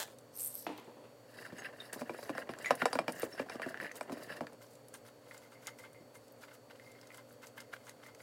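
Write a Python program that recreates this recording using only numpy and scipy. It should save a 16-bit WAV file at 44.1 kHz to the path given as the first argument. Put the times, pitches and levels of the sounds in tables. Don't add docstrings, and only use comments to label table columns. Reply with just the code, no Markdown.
import sys
import numpy as np
from scipy import signal
from scipy.fft import rfft, irfft, next_fast_len
from scipy.io import wavfile
from scipy.ndimage import uniform_filter1d, map_coordinates

SR = 44100
rng = np.random.default_rng(int(sys.argv[2]) if len(sys.argv) > 2 else 0)


def master_out(mix):
    frames = np.transpose(np.atleast_2d(mix))
    ceiling = np.clip(frames, -1, 1)
    pcm = np.round(ceiling * 32767).astype(np.int16)
    wavfile.write(sys.argv[1], SR, pcm)


def magnitude_from_level(level_db):
    exponent = np.asarray(level_db, float) / 20
    return 10 ** exponent


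N = 362502

# [f/Hz, level/dB, t60/s]
COUNTER_MODES = [(179, -5, 0.044), (250, 2, 0.052), (334.4, 0.5, 0.04), (484.4, 0, 0.041),
                 (662, -1.5, 0.046), (1047, -7.5, 0.058), (1260, -15, 0.017)]
# [f/Hz, level/dB, t60/s]
WALL_MODES = [(1164, -11.5, 0.018), (1390, -4, 0.038), (1580, -8, 0.017), (2010, -20, 0.024),
              (2373, -2, 0.025), (2777, -10, 0.02)]


def unit(x):
    return x / np.sqrt(np.mean(x ** 2) + 1e-20)


def along(points, hz):
    f, v = np.transpose(points)
    return np.interp(np.log(hz + 1), np.log(f + 1), v)


def gains(rows):
    s, *columns = np.transpose(rows)
    t = np.arange(N) / SR
    return [magnitude_from_level(np.interp(t, s, db, -140, -140)) for db in columns]


def wobble(rate):
    coarse = np.arange(0, N + 64, 64)
    knots = rng.standard_normal(int(N * rate / SR) + 4)
    return np.interp(np.arange(N), coarse, map_coordinates(knots, [coarse * rate / SR]))


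def filtered(x, response):
    m = next_fast_len(N + SR // 2)
    return irfft(rfft(x, m) * response(np.fft.rfftfreq(m, 1 / SR)), m)[:N]


def body(modes):
    def response(f):
        total = 0
        for k, (center, width, db) in enumerate(modes):
            damping = 1j * f * width
            total = total + (-1) ** k * magnitude_from_level(db) * damping / (center ** 2 - f ** 2 + damping)
        return total
    return response


def steep(modes):
    return lambda f: body(modes)(f) ** 2


def grit(rate, spread_db, clump_db, bed):
    sizes = magnitude_from_level(spread_db * np.tanh(rng.standard_normal(N) / 2) * 2)
    slips = (rng.random(N) < rate / SR) * sizes * rng.choice([-1, 1], N)
    return (unit(slips) + bed * rng.standard_normal(N)) * magnitude_from_level(clump_db * np.tanh(wobble(90)))


def grains(start, stop, hz, scatter_hz, t60, count):
    when = rng.uniform(start, stop, count)
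    pitch, size = rng.standard_normal((2, count, 1))
    t = np.arange(SR // 200) / SR
    fade = np.sqrt(np.hanning(2 * len(t))[len(t):])
    tones = np.sin(2 * np.pi * np.clip(hz + scatter_hz * pitch, 1000, 16000) * t)
    ticks = magnitude_from_level(3.1 * size - 60 * t / t60) * tones * fade
    places = (when * SR).astype(int)[:, None] + np.arange(len(t))
    out = np.bincount(places.ravel(), ticks.ravel(), N)[:N]
    return unit(out) * np.sqrt((stop - start) * SR / N)


def add(track, s, sound):
    part = track[round(s * SR):][:len(sound)]
    part += sound[:len(part)]


def ring(modes, t, attack, scatter=0.03):
    tones = 0
    for hz, db, t60 in modes:
        strength, detune = rng.standard_normal(2)
        decay = magnitude_from_level(db + 3.5 * strength - 60 * t / t60)
        tones = tones + decay * np.sin(2 * np.pi * hz * (1 + scatter * detune) * t)
    rough = 1 + 4 * uniform_filter1d(rng.standard_normal(len(t)), size=80)
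    return tones * rough * (1 - np.exp(-t / attack))


def chirp(t, hz, t60):
    cycles = hz * (t + 3.467 * 0.00109 * (1 - np.exp(-t / 0.0007)))
    return magnitude_from_level(-60 * t / t60) * np.sin(2 * np.pi * cycles) * (1 - np.exp(-t / 0.003))


def kitchen(x):
    # [f/Hz, t60/s]
    decay_times = [(200, 0.26), (1500, 0.08), (6000, 0.14), (15000, 0.093)]
    out, step = np.zeros(N), SR // 4
    for start in range(0, N, step):
        hz, t, z = signal.stft(rng.standard_normal(SR // 3), SR, nperseg=256)
        decay = magnitude_from_level(-60 * t / along(decay_times, hz)[:, None])
        tail = signal.istft(z * decay, SR, nperseg=256)[1]
        echo = signal.fftconvolve(x[start:start + step], tail / np.linalg.norm(tail))
        add(out, start / SR + .004, echo)
    return out


def refrigerator():
    # [f/Hz, level/dB rms]
    hum = [(119.5, -67.5), (241, -72), (292, -69.5), (527.6, -69.5), (581.4, -69), (4323, -80.5),
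           (4560, -78.5), (6961, -84.5), (7924, -87)]
    # [f/Hz, level/dB per Hz]
    air = [(15, -74), (25, -59), (59, -13), (92, -11), (108, 1), (206, -13.5), (236, -0.5), (317, -12),
           (489, 1.5), (818, -11), (2160, -21.5), (2350, -23), (4490, -28.5), (4870, -27), (16000, -32)]
    air_db, shade_db, shaded_s = -59.5, 1, 0.52
    t, drift = np.arange(N) / SR, wobble(7)
    shade = shade_db / (1 + np.exp((t - shaded_s) / 0.09))
    tones = np.zeros(N)
    for hz, db in hum:
        phase = 0.81 * np.roll(drift, int(hz * 40))
        tones += magnitude_from_level(db + 2 - (hz > 4000) * shade) * np.sin(2 * np.pi * hz * t + phase)
    rush = unit(filtered(rng.standard_normal(N), lambda f: magnitude_from_level(along(air, f))))
    return tones + magnitude_from_level(air_db + 0.24 * wobble(3.49)) * rush


def mill():
    # [t/s, level/dB]
    crunch_level = [
        (0.0, -38.5),
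        (0.03, -40),
        (0.05, -57),
        (0.14, -67),
    ]
    # [f/Hz, width/Hz, level/dB]
    burr = [(740, 380, 1.5), (1740, 240, 2), (3400, 1200, -3.5), (7700, 2000, -4), (12000, 9000, -10.5)]
    # [t/s, shell/dB, cap/dB, hopper/dB]
    rattle_level = [
        (.315, -90, -88, -85),
        (0.345, -66, -66, -68),
        (0.4, -44.5, -46, -58),
        (0.475, -47, -42.5, -93),
        (0.5, -53, -55, -69),
        (0.6, -56.5, -49, -59),
        (0.681, -79, -71, -68),
    ]
    # [f/Hz, scatter/Hz, t60/s]
    parts = [(8600, 470, 0.015), (12100, 1000, 0.009), (5400, 660, 0.0045)]
    # [t/s, peak level/dB, t60/s, brightness/dB]
    set_down = [
        (0.666, -28, 0.068, -11.5),
        (0.689, -30.5, 0.18, -17),
        (0.714, -44, 0.59, -9.5),
        (0.779, -43, 0.15, -9.5),
        (0.874, -41.5, 0.23, -41),
        (0.966, -44, 0.48, -23),
        (1.038, -44.5, 0.2, -15.5),
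    ]
    # [f/Hz, width/Hz, level/dB]
    shelf = [(292, 134, 1.5), (470, 350, -3), (920, 280, -6.5), (2100, 200, -10), (2400, 350, -9),
             (3100, 1770, -14)]
    # [t/s, peak level/dB, f/Hz]
    seeds = [(0.1451, -54, 8880), (0.186, -51, 7900), (0.2104, -55, 7920), (0.356, -38, 12100),
             (0.3646, -33, 12500), (0.375, -30, 11900), (0.39, -29, 12000), (0.4057, -27, 8100),
             (0.437, -26, 12000), (0.4424, -39, 11200), (0.4484, -25, 12100), (0.4544, -31, 9210),
             (0.4614, -25, 9290), (0.4674, -28, 11700), (0.4739, -34, 11700), (0.5039, -34, 11700),
             (0.5428, -31, 12400), (0.5535, -22.5, 12100), (0.5756, -35, 12600), (0.5974, -37, 12600),
             (0.6114, -43, 12200), (0.6474, -42, 12200), (0.7244, -52, 8780), (0.7767, -44, 14600),
             (0.7991, -48, 11700), (0.847, -52, 7450)]

    crunch = gains(crunch_level)[0] * unit(filtered(grit(1600, 3.4, 1.0, 0.37), body(burr)))
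    first, last = rattle_level[0][0], rattle_level[-1][0]
    rattle = np.zeros(N)
    for gain, part in zip(gains(rattle_level), parts):
        rattle += gain * grains(first, last, *part, count=400)

    low, high, landing = np.zeros(N), np.zeros(N), np.zeros(N)
    t = np.arange(SR // 4) / SR
    for s, db, t60, bright_db in set_down:
        shake = rng.standard_normal((2, len(t))) * (1 - np.exp(-t / 0.00056))
        add(low, s, magnitude_from_level(db + 10.0 - 60 * t / t60) * shake[0])
        add(high, s, magnitude_from_level(db + bright_db + 16.5 - 60 * t / (1.6 * t60)) * shake[1])
    short = t[:400]
    for s, db, hz in seeds:
        jitter = 0.14 * np.cumsum(rng.standard_normal(400))
        tick = magnitude_from_level(db + 1.5 - 60 * short / .004) * np.sin(2 * np.pi * hz * short + jitter)
        add(landing, s, tick * (1 - np.exp(-short / .0001)))
    land_s, land_db = set_down[0][:2]
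    shelf_hum = magnitude_from_level(-45) * np.sin(2 * np.pi * 300 * t) / (1 + np.exp((t - .055) / 0.003))
    add(landing, land_s + 0.0082, shelf_hum)
    add(landing, land_s, magnitude_from_level(land_db) * 3.9 * chirp(t, 664, 0.016))
    hollow = filtered(low, body(shelf[:3])) + filtered(high, body(shelf[2:]))
    return crunch + rattle + landing + hollow


def knocks():
    # [t/s, peak level/dB, thud f/Hz, wall/dB, rim/dB]
    flat = [(1.522, -40, 487, -13, -21), (2.01, -36.5, 290, -2, -20), (2.094, -26, 514, -10, -28),
            (2.293, -25.5, 528, -7, -20), (2.491, -27.5, 471, -4.5, -29), (2.706, -11.5, 553, -5.5, -17.5),
            (2.819, -20.5, 650, 1, -28), (2.953, -22.5, 537, -6.5, -21), (2.988, -17.5, 580, -3.5, -17),
            (3.08, -23, 570, 1.5, -13.5), (3.23, -24, 495, -11.5, -18.5), (3.396, -23.5, 489, -8, -26),
            (3.66, -31.5, 516, -22, -30), (4.095, -34, 586, -11, -22), (4.12, -34, 530, -5, -15),
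            (4.407, -26.5, 585, -17, -24)]
    # [t/s, peak level/dB, thud f/Hz, wall/dB, rim/dB]
    edge = [(1.96, -33.5, 233, -20, -29), (2.017, -29, 530, -21, -28), (2.144, -37.5, 391, -12, -32),
            (2.187, -37, 520, -14, -30), (2.228, -40, 517, -5, -8), (2.35, -33, 660, -16, -18),
            (2.381, -30, 500, -21, -27), (2.855, -14.5, 553, -2, -8.5), (2.929, -23, 634, -4, -10),
            (3.092, -28, 560, -6, -20), (3.496, -37.5, 1040, 8, -6.5), (3.555, -29.5, 250, -12, -20.5),
            (3.596, -32, 550, -10, -22), (3.618, -36, 607, 7, -8), (4.009, -27, 620, -4, -13.5),
            (4.17, -38.5, 510, -10, -27), (4.195, -43, 510, -16, -28), (4.30, -38, 520, -18, -24),
            (4.375, -44, 540, -18, -26), (.08, -43.5, 507, -7, -25)]
    # [f/Hz, level/dB, t60/s]
    rim_modes = [(3800, -12.5, 0.027), (4700, 1.5, 0.021), (5340, -1, 0.021), (7550, -16, 0.029),
                 (8050, -9, 0.029), (9900, -11, 0.024), (10800, -18, .04)]
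    flat_boom_db, edge_boom_db = -38, -52
    boom_grows = 0.24
    out, t = np.zeros(N), np.arange(SR // 6) / SR
    blows = [(*row, flat_boom_db) for row in flat] + [(*row, edge_boom_db) for row in edge]
    for s, db, hz, wall_db, rim_db, boom_db in blows:
        crack = magnitude_from_level(-60 * t / 0.0057) * uniform_filter1d(rng.standard_normal(len(t)), size=3)
        wall = magnitude_from_level(wall_db - 9.0) * ring(WALL_MODES, t, 0.00026, scatter=0.011)
        rim = magnitude_from_level(rim_db - 2.0) * (ring(rim_modes, t, 0.001, scatter=0.0043) + 2.0 * crack)
        thud = 2.74 * chirp(t, hz, .019) + magnitude_from_level(wall_db / 2 - 6.5) * chirp(t, 2.25 * hz, 0.024)
        counter = magnitude_from_level(-7.0) * ring(COUNTER_MODES[3:], t, 0.0025, scatter=0.068)
        boom_gain = magnitude_from_level(boom_db + 8 + boom_grows * (db + 29.5))
        boom = boom_gain * ring(COUNTER_MODES[:3], t, 0.0046, scatter=0.064)
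        add(out, s + 0.00495, boom)
        add(out, s + 0.00081, magnitude_from_level(db) * (thud + counter + wall + rim))
    return filtered(out, lambda f: (1j * f / (90 + 1j * f)) ** 2)


def contacts():
    # [t/s, peak level/dB, f/Hz]
    taps = [(1.647, -30, 2570), (2.3807, -19.5, 1660), (2.5372, -28, 1630), (2.6452, -24.5, 1790),
            (2.659, -19, 2010), (2.818, -14.5, 2010), (3.197, -31, 1700), (3.4875, -33, 1580),
            (3.7436, -21, 1660), (3.774, -26, 1780), (3.801, -20, 1810), (3.8285, -27, 1870),
            (3.846, -23, 1800), (3.914, -26.5, 1890), (4.295, -33, 1700), (4.4694, -30, 1720),
            (5.311, -31.5, 2000), (5.5216, -46, 1500), (5.8389, -36, 1430), (6.437, -32.5, 1490),
            (6.6997, -44, 2280), (6.7976, -38, 1940), (7.1043, -37, 2100), (7.579, -33, 1630),
            (7.737, -23, 1590)]
    # [t/s, peak level/dB, f/Hz]
    catches = [(1.4112, -40, 1710), (1.4635, -34, 1530), (1.5504, -54, 1520), (1.566, -37, 1760),
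               (1.6212, -32, 1660), (1.6714, -44, 1740), (1.6864, -37, 1740), (1.7114, -54, 1770),
               (1.7628, -41, 1740), (1.8024, -39, 1650), (1.864, -46, 1910), (1.927, -32, 1640),
               (1.994, -34, 1560), (2.0814, -42.5, 1600), (2.148, -33, 1500), (2.1864, -56, 2390),
               (2.3451, -51, 1880), (2.3565, -39, 1690), (2.4728, -39, 1820), (2.5875, -36, 1540),
               (2.7906, -43, 2050), (3.091, -41, 1220), (3.1044, -49, 1200), (3.4979, -27, 1530),
               (3.53, -39, 1650), (3.6192, -23.5, 1670), (3.8663, -26, 1960), (3.894, -30.5, 1880),
               (4.1684, -46, 1710), (4.2424, -48, 1780), (4.324, -28, 1590), (4.335, -38, 1590),
               (4.6105, -46, 1330), (4.941, -46, 1450), (5.0505, -45, 1450), (5.4355, -49, 2070),
                  (5.6126, -52, 2100), (5.6594, -48, 1240), (5.6634, -36.5, 2100), (5.7872, -42, 2110),
                  (5.9464, -44, 2080), (6.1419, -52, 2100), (6.157, -58, 1210), (6.4218, -44, 1440),
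                  (6.4931, -47, 2090), (6.5316, -53, 1330), (6.9513, -44, 2090), (7.0545, -50, 1960),
                  (7.1174, -38, 2110), (7.1566, -45, 1410), (7.3078, -44, 1440), (7.418, -50, 1620),
                  (7.4693, -48, 1280), (7.6021, -37, 1560), (7.8695, -44, 1530), (7.8941, -34, 1930),
                  (7.9996, -48, 1300), (8.0182, -44, 1210), (8.0536, -42, 2080), (8.0631, -37, 1960),
                  (8.1494, -41, 2100), (8.2053, -38, 2090)]
    # [t/s, peak level/dB, f/Hz]
    pops = [(0.186, -45, 8400), (.778, -45, 4000), (.778, -49, 11000), (3.968, -42, 12500),
            (3.815, -47, 12000), (4.468, -42, 4500), (4.531, -50, 9040), (1.93, -30, 8730),
            (2.194, -47, 9900), (2.587, -40.5, 7430), (2.753, -33, 9900), (3.1218, -32.5, 9400),
            (3.197, -31, 14500), (3.22, -31.5, 8870), (3.691, -43, 9200), (3.917, -43, 6200),
            (3.9553, -38, 7900), (4.029, -45, 8360), (4.367, -42, 5280),
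            (4.666, -54, 6000), (4.7537, -49.5, 7600), (4.884, -44, 10600), (4.9405, -37, 8600),
                 (5.378, -43, 7430), (5.6703, -27.5, 6740), (5.787, -44.5, 5400), (5.9308, -48.5, 9100),
                 (6.281, -50, 8040), (6.322, -50, 13700), (6.917, -46.5, 7380), (7.0134, -46.5, 5200),
                 (7.0712, -44.5, 6430), (7.1448, -43, 7700), (7.173, -42, 10450), (7.3257, -49, 13000),
                 (7.422, -49, 5500), (7.4695, -40.5, 6330), (7.579, -46, 12400), (7.6041, -38.5, 5220),
                 (7.8684, -46, 6600), (7.8944, -37, 6560), (8.148, -44.5, 6340)]
    # [t/s, level/dB, f/Hz, t60/s]
    chimes = [(1.583, -48.5, 6570, 0.099), (1.583, -47.5, 7800, 0.077), (2.657, -44, 6800, 0.065),
              (2.645, -32, 2300, 0.12), (2.66, -32, 2010, .15), (2.685, -40, 2030, .1),
              (2.79, -46, 2500, 0.068), (1.8, -41, 3700, 0.087), (3.5, -49, 2400, 0.042),
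              (8.5, -42, 1780, 0.18), (6.0, -45, 250, 0.13), (3.325, -50, 5400, .12)]
    # [t/s, level/dB, t60/s]
    bell = [(5.315, -66, 0.22), (5.44, -61, 0.16), (5.545, -58.5, 0.27), (5.672, -48, 0.17),
            (5.79, -58, 0.35), (5.835, -56, .2), (5.95, -63, 0.34), (6.80, -62, 0.24), (6.86, -59, 0.32),
            (6.905, -58, 0.14), (6.952, -60, .3), (7.105, -56, 0.17), (7.58, -55, .2), (8.05, -58, 0.26)]
    bell_hz = 2100

    out, t = np.zeros(N), np.arange(SR // 25) / SR
    nicks = [(s, db - 0.5, hz) for s, db, hz in catches]
    for s, db, hz in taps + nicks:
        tap = magnitude_from_level(db + 5.5 - 60 * t / 0.0063) * np.sin(2 * np.pi * hz * t) * (1 - np.exp(-t / 0.0013))
        dull = uniform_filter1d(uniform_filter1d(rng.standard_normal(len(t)), size=6), size=5)
        click = magnitude_from_level(db - 8.5 - 60 * t / 0.0056) * dull
        add(out, s, tap + click + magnitude_from_level(db - 20.0) * ring(WALL_MODES, t, 0.0011))
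    for s, db, hz in pops:
        spray = uniform_filter1d(rng.standard_normal(len(t)), size=5) * magnitude_from_level(-60 * t / 0.028)
        burst = 0.74 * magnitude_from_level(-60 * t / 0.0075) + spray
        add(out, s, magnitude_from_level(db) * burst * np.sin(2 * np.pi * hz * t) * (1 - np.exp(-t / 0.000086)))
    t = np.arange(SR // 6) / SR
    for s, db, hz, t60 in chimes + [(s, db, bell_hz, t60) for s, db, t60 in bell]:
        flutter = 1 + 13 * uniform_filter1d(rng.standard_normal(len(t)), size=250)
        jitter = 0.042 * np.cumsum(rng.standard_normal(len(t)))
        tone = magnitude_from_level(db - 60 * t / t60) * np.sin(2 * np.pi * hz * t + jitter)
        add(out, s, flutter * tone * (1 - np.exp(-t / 0.0034)))
    return out


def spatula():
    # [peak t/s, rise t/s, wall/dB, wet/dB]
    strokes_down = [(1.443, 0.11, -55, -63.5), (1.589, 0.026, -54, -60), (1.658, 0.026, -49, -76),
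                    (1.857, 0.072, -61, -62), (1.933, 0.0037, -47.5, -42.5), (2.005, 0.031, -57.5, -59.5),
                    (2.251, 0.13, -64, -57.5), (2.394, 0.036, -46.5, -58.5), (2.506, 0.011, -55, -69),
                    (2.667, 0.054, -53, -52), (2.712, 0.0068, -45, -71), (2.819, 0.042, -50, -58.5),
                    (2.861, 0.0034, -44, -60), (2.946, 0.03, -51, -51), (3.09, 0.011, -55, -52),
                    (3.226, 0.061, -53, -50.5), (3.335, 0.032, -77, -60), (3.398, 0.03, -51, -58),
                    (3.536, 0.037, -52.5, -58), (3.628, 0.0083, -49.5, -59), (3.697, 0.033, -52.5, -64),
                    (3.846, 0.044, -49.5, -59), (3.969, 0.017, -56.5, -51), (4.128, 0.013, -56, -59),
                    (4.184, 0.017, -61, -60), (4.234, 0.015, -63, -56.5), (4.322, 0.04, -51, -62),
                    (4.369, 0.0081, -63, -62),]
    # [peak t/s, rise t/s, wall/dB, wet/dB]
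    strokes_held = [(4.628, 0.014, -59, -58), (4.733, 0.061, -73, -65), (4.951, .012, -52, -54.5),
                    (5.074, 0.02, -52.5, -58.5), (5.334, 0.069, -59.5, -66), (5.444, 0.087, -61, -66.5),
                    (5.531, .016, -52.5, -64), (5.676, 0.044, -49.5, -58.5), (5.798, 0.015, -55.5, -60),
                    (5.844, 0.022, -54, -64), (6.158, 0.014, -60, -57), (6.279, 0.092, -74, -77),
                    (6.432, 0.027, -55, -59), (6.504, 0.024, -58, -76), (6.54, 0.0099, -53, -62),
                    (6.708, 0.0096, -56.5, -70), (6.763, 0.01, -61, -68), (6.878, 0.076, -60.5, -66),
                    (7.023, 0.1, -65.5, -78), (7.171, 0.072, -53, -65), (7.322, 0.036, -66, -65),
                    (7.432, 0.013, -56, -61), (7.47, 0.02, -63, -60), (7.598, 0.025, -49, -59.5),
                    (7.742, .017, -48, -60.5), (7.891, 0.053, -53.5, -61), (8.072, 0.053, -53.5, -65),
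                    (8.21, 0.021, -49.5, -63.5)]
    # [t/s, level/dB]
    rasp = [
        (1.34, -88),
        (1.4, -65),
        (1.9, -68),
        (2.2, -63.5),
        (3.0, -64.5),
        (3.8, -63.5),
        (4.35, -62.5),
        (4.5, -76),
    ]
    # [t/s, level/dB]
    slide = [
        (1.36, -67),
        (2.82, -57),
        (4.33, -60),
        (4.55, -56.5),
    ]
    # [f/Hz, width/Hz, level/dB]
    scraped = [(1720, 550, 6), (2280, 970, -1), (2715, 306, 2.5), (3500, 380, -26)]
    # [f/Hz, width/Hz, level/dB]
    held_wall = [(910, 180, -9), (1500, 295, -7), (2100, 53, -3.5), (2930, 880, -17)]
    # [f/Hz, width/Hz, level/dB]
    singing = [(3850, 280, 5), (4740, 460, 6), (5400, 160, 6), (7900, 490, -2), (9950, 590, 3.5),
               (11000, 400, 1), (13900, 1500, -0.5)]
    # [f/Hz, level/dB per Hz]
    wet = [(1500, -13), (3000, -27.5), (6000, 1.5), (8000, 2), (11000, -3.5), (16000, -1.5)]
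    lift_s = 4.6
    sing_down_db, sing_held_db = -61.5, -73
    sing_grows = 0.29

    push, t = np.zeros((3, N)), np.arange(-SR // 4, SR // 4) / SR
    for s, rise, wall_db, wet_db in strokes_down + strokes_held:
        fall = .018 + 0.2 * rise
        sing_db = sing_held_db if s > lift_s else sing_down_db
        rim_db = sing_db + sing_grows * (wall_db + 55.0)
        swell = magnitude_from_level(-8 * np.abs(t / np.where(t < 0, rise, fall)) ** 1.73)
        for track, db in zip(push, (wall_db, rim_db, wet_db)):
            add(track, s + t[0], magnitude_from_level(db) * swell)
    wall_push, rim_push, wet_push = push
    wall_push += gains(rasp)[0]
    held = np.arange(N) > lift_s * SR
    down_push = wall_push * ~held
    start = strokes_down[0][0] - .2

    slips = grit(900, 1.6, 9.6, 0.62)
    wall = down_push * unit(filtered(slips, steep(scraped)))
    wall += 0.25 * down_push * grains(start, lift_s, 1955, 584, .015, count=1500)
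    wall += magnitude_from_level(13.0) * filtered(wall_push * held * slips, body(held_wall))
    rim = unit(filtered(grit(1200, 7.0, 4.4, 0.58), steep(singing)))
    squelch = unit(filtered(grit(2100, 3.8, 15.0, 0.82), lambda f: magnitude_from_level(along(wet, f))))
    films = grains(start, N / SR, 8060, 3970, 0.0091, count=9000)
    shreds = 0.57 * squelch + 0.55 * films
    counter = [(hz, 7 / t60, db) for hz, db, t60 in COUNTER_MODES]
    rubbing = unit(filtered(grit(300, 2.4, 7.0, 0.61), body(counter)))
    drag = (gains(slide)[0] + magnitude_from_level(-6) * down_push) * rubbing
    return drag + wall + magnitude_from_level(0.5) * rim_push * rim + wet_push * shreds


def scene():
    near = mill() + knocks() + contacts() + spatula()
    return (near + magnitude_from_level(-11.5) * kitchen(near) + refrigerator())[None]


def roll_off(x):
    return signal.sosfilt(signal.butter(12, 16770, fs=SR, output="sos"), x)


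def record(dry):
    def microphone(f):
        bass_cut = ((1j * f / 70) / (1 + 1j * f / 70)) ** 2
        return bass_cut / (1 + (f / 16100) ** 120)
    mix = filtered(dry[0], microphone)[None]
    return roll_off(mix)


dry = scene()
out = record(dry)
master_out(out)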